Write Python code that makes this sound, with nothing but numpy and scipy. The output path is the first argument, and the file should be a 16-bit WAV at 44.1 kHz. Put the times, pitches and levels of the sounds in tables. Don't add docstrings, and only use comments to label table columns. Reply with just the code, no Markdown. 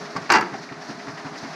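import sys
import numpy as np
from scipy import signal
from scipy.fft import rfft, irfft
from scipy.io import wavfile
from scipy.ndimage import uniform_filter1d

SR = 44100
rng = np.random.default_rng(int(sys.argv[2]) if len(sys.argv) > 2 else 0)


def wav_out(sig):
    wavfile.write(sys.argv[1], SR, np.round(np.clip(np.atleast_2d(sig).T, -1, 1) * 32767).astype(np.int16))


N = 68355
T = np.arange(N) / SR

# t/s, puff level/dB, pipe ring and boom level/dB
FIRINGS = [(-.055, 5.5, 2), (.151, 4.5, 4), (0.339, 8, -0.5), (.523, 2, 0.5), (0.709, -3, 2.5),
           (0.889, -0.5, -1), (1.069, 1.5, -1.5), (1.247, 2.5, .5), (1.426, 2, 3)]
# f/Hz, level/dB, t60/s
PIPE_MODES = [(131.7, 1.5, 0.075), (213, -2.5, 0.084), (274, 4, 0.12)]
# f/Hz, level/dB
EXHAUST_EQ = [(30, -12), (90, -9.5), (135, 2), (300, 2.5), (500, -6.5), (800, 0), (1800, -6), (3200, -25),
              (12000, -85)]
# f/Hz, level/dB
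CLATTER_EQ = [(60, -24), (200, -37), (700, 4.5), (1100, -2), (2000, 8), (3300, -6.5), (5000, -1),
              (6500, -13), (9000, -34), (15000, -56)]
# f/Hz, level/dB
RUSH_EQ = [(30, -30), (70, -34.5), (160, -3.5), (290, -1.5), (410, -7.5), (510, -12.5), (670, 0),
           (850, -6.5), (1800, -8.5), (3100, -22), (4300, -20), (6150, -23), (8200, -39.5), (11000, -42.5),
           (15300, -80)]
# t/s, level/dB
RUSH_RIDE = [(0, 1.6), (.55, 0), (.78, -2), (1.1, 0.46), (1.45, 1.3)]
# f/Hz, level/dB
HISS_EQ = [(2500, -25), (4300, 0), (5800, -2.5), (8200, -25.5), (12000, -34), (15000, -37)]
# t/s, level/dB
HISS_RIDE = [(0, 2.5), (.27, 3), (.5, -5), (.58, 4), (.79, -5.5), (.84, 3.5), (1.23, 1), (1.36, -1),
             (1.382, 13.5), (1.405, 6.5), (1.55, 2)]
# t/s, level/dB, snap offset/dB, thud offset/dB, piece f/Hz, ring offset/dB
KNOCKS = [(0.1626, -18.5, 4, 4, 1110, -1), (0.167, -19.5, 5, 6, 1162, -3),
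          (0.3839, -8, -4.5, 7.5, 745, -9.5), (0.41, -11, -1.5, 1, 1293, -11.5),
          (.425, -11.5, -14, 2, 349, -9), (.541, -22.5, -4, 14, 769, -4)]
# f/Hz, level/dB
BARK_EQ = [(40, -40), (220, -20.5), (400, -2.5), (520, -11.5), (800, 0), (1300, 0), (2300, -8),
           (3300, -20.5), (6000, -25.5), (12000, -62)]
# f/Hz, level/dB
THUD_EQ = [(40, -27), (90, -27), (140, -12), (220, -3.5), (390, -2.5), (480, -10.5), (2000, -56.5)]
# f/Hz, level/dB
SNAP_EQ = [(800, -7.5), (2200, 6), (3300, -12), (4200, -4), (4600, 3.5), (5200, -1.5), (6200, -6),
           (8500, -28.5), (15500, -69)]
# f/Hz, level/dB
SPLINTER_EQ = [(3000, -10), (7000, 11.5), (9000, -4), (12500, -2), (13500, -20), (15500, -14)]
# t/s, level/dB, snap offset/dB, splinter offset/dB, bark t60/s
FRACTURES = [(0.294, -12.5, -18, -28, 0.12), (.3017, 4, -2.5, -26, 0.023), (0.3044, -1, -1, -26, 0.066),
             (0.3188, -2.5, 5, 6.5, 0.093), (0.3217, -3.5, 3.5, 6, 0.036), (0.3354, -9.5, 9.5, 0, 0.054),
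             (0.3404, -1.5, -3, -12, 0.18), (0.3492, 0.5, -3.5, -9, 0.075), (0.3563, 0, 0.5, -13, 0.036),
             (0.3622, -8, -3, -24, 0.057), (0.3707, -4, -4, -26, 0.028)]
# f/Hz, level/dB, t60/s
LOG_MODES = [(233, -7, 0.12), (327, -20, 0.37), (765.6, -3, 0.12), (894.7, 1, 0.14), (948.3, -3.5, 0.32),
             (1085, 1, 0.18), (1172, -3, 0.18), (1258, -5, 0.21), (1440, -7, 0.19), (1559, -1.5, 0.14),
             (1671, -4, 0.24), (1995, -3.5, 0.19), (2756, -4.5, 0.16), (4660, -15, 0.34)]
# t/s, level/dB
CLACKS = [(.688, 1), (0.816, -4.5), (1.173, -1), (1.352, -1.5)]
# f/Hz, level/dB
CLACK_EQ = [(500, -42), (1300, -8), (1850, 1.5), (2600, -9.5), (15000, -75)]


def undb(db):
    return 10 ** (np.asarray(db) / 20)


def unit(x):
    return x / np.sqrt(np.mean(x ** 2))


def colour(x, eq):
    hz, db = np.array(eq).T
    size = 4096
    f = np.maximum(np.fft.rfftfreq(size, 1 / SR), 1)
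    cepstrum = irfft(np.log(undb(np.interp(np.log(f), np.log(hz), db))))
    response = irfft(np.exp(rfft(2 * cepstrum[:size // 2], size)))
    return signal.fftconvolve(x, response / np.sqrt(np.sum(response ** 2)))[:N]


def noise(eq):
    return unit(colour(rng.standard_normal(N), eq))


def fade(t60, hold=0):
    return np.exp(-np.log(1000) * np.maximum(T - hold, 0) / t60)


def walk(rate_hz):
    step = int(SR / rate_hz)
    stairs = np.repeat(rng.standard_normal(N // step + 2), step)
    return unit(uniform_filter1d(stairs, step)[:N])


def add(out, s, x):
    i = int(round(s * SR))
    a, b = max(i, 0), min(N, i + len(x))
    if b > a:
        out[a:b] += x[a - i:b - i]


def bursts(events, eq, attack=1e-4, hold=0, grain_db=0):
    power = np.zeros(N)
    for s, db, t60 in events:
        add(power, s, (undb(db) * fade(t60, hold) * (1 - fade(attack))) ** 2)
    hits = np.sqrt(power) * rng.standard_normal(N)
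    grain = unit(undb(grain_db * walk(900)))
    return colour(hits * grain, eq)


def ring(modes, scatter_db, detune, attack=0.0071):
    out = np.zeros(N)
    for hz, db, t60 in modes:
        level = undb(db + scatter_db * rng.standard_normal())
        pitch = hz * (1 + detune * rng.standard_normal())
        out += level * np.sin(2 * np.pi * pitch * T) * fade(t60)
    return (out * (1 - fade(attack)))[:N // 3]


def exhaust():
    second_lag_s, second_db, puff_t60 = 0.06, -8, 0.11
    boom_hz, boom_t60 = 158.3, 0.15
    strong = [(s, db, puff_t60) for s, db, _ in FIRINGS]
    weak = [(s + second_lag_s, db + second_db, puff_t60) for s, db, _ in FIRINGS]
    out = undb(-37.5) * bursts(strong + weak, EXHAUST_EQ, attack=0.0017, hold=0.029)
    for s, _, ring_db in FIRINGS:
        pipe = ring(PIPE_MODES, scatter_db=1, detune=0.0093, attack=0.039)
        boom = ring([(boom_hz, 0, boom_t60)], scatter_db=1.5, detune=0.038, attack=0.041)
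        add(out, s, undb(ring_db - 31.5) * pipe)
        add(out, s + second_lag_s, undb(ring_db - 34.5) * boom)
    return out


def clatter():
    lag_s, turn_s, t60 = 0.011, 0.0924, 0.12
    turns = [(s + lag_s + turn * turn_s, 0, t60) for s, *_ in FIRINGS for turn in (0, 1)]
    return undb(-36.5) * bursts(turns, CLATTER_EQ, attack=0.027)


def machine_bed():
    rush_db = -38.5 + np.interp(T, *np.array(RUSH_RIDE).T) + 0.84 * walk(39.4)
    rush = undb(rush_db) * noise(RUSH_EQ)
    hum_db = -50 + 3.1 * walk(9.12) + 2 * walk(2.5)
    hum_hz = 413.6 * (1 + 0.0028 * walk(12.4))
    hum = undb(hum_db) * unit(np.sin(2 * np.pi * np.cumsum(hum_hz) / SR))
    hiss_db = -52.5 + np.interp(T, *np.array(HISS_RIDE).T) + 2 * walk(60.18)
    hiss = undb(hiss_db) * noise(HISS_EQ)
    return rush + hum + hiss


def wood_hit(s, snap_db, splinter_db, thud_db=0, bark_t60=0.059):
    bark = bursts([(s, -11.5, bark_t60)], BARK_EQ)
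    thud = bursts([(s, thud_db - 29.5, 0.3)], THUD_EQ, attack=0.03)
    snap = bursts([(s, snap_db - 17, 0.044)], SNAP_EQ)
    splinters = bursts([(s, splinter_db - 29, 0.036)], SPLINTER_EQ, grain_db=4.5)
    return bark + thud + snap + splinters


def knocks():
    piece_t60 = 0.059
    out = np.zeros(N)
    for s, db, snap_db, thud_db, hz, ring_db in KNOCKS:
        out += undb(db) * wood_hit(s, snap_db, splinter_db=snap_db - 4.5, thud_db=thud_db)
        add(out, s, ring([(hz, db + ring_db, piece_t60)], scatter_db=0, detune=0.01))
    return out


def fractures():
    out = np.zeros(N)
    for s, db, snap_db, splinter_db, t60 in FRACTURES:
        out += undb(db) * wood_hit(s, snap_db, splinter_db, bark_t60=t60)
        add(out, s, undb(db - 25) * ring(LOG_MODES, scatter_db=3, detune=0.00816))
    return out


def clacks():
    t60 = 0.087
    return undb(-34) * bursts([(s, db, t60) for s, db in CLACKS], CLACK_EQ, attack=0.017)


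def yard(x):
    wet_db, predelay_s = -21.5, 0.018
    dull_noise = noise([(100, 0), (1325, 0), (2650, -4), (12000, -24)])
    tail = np.zeros(N)
    add(tail, predelay_s, dull_noise * fade(t60=0.41))
    tail /= np.sqrt(np.sum(tail ** 2))
    return x + undb(wet_db) * signal.fftconvolve(x, tail)[:N]


def scene():
    idle = exhaust() + clatter() + machine_bed()
    hits = knocks() + fractures() + clacks()
    return (idle + yard(hits))[None]


def record(dry):
    low_cut_hz, top_hz, ceiling = 89, 15500, 1.1
    thin = signal.sosfilt(signal.butter(2, low_cut_hz, "high", fs=SR, output="sos"), dry)
    rounded = ceiling * np.tanh(thin / ceiling)
    return signal.sosfilt(signal.ellip(8, .2, 70, top_hz, fs=SR, output="sos"), rounded)


dry = scene()
out = record(dry)
wav_out(out)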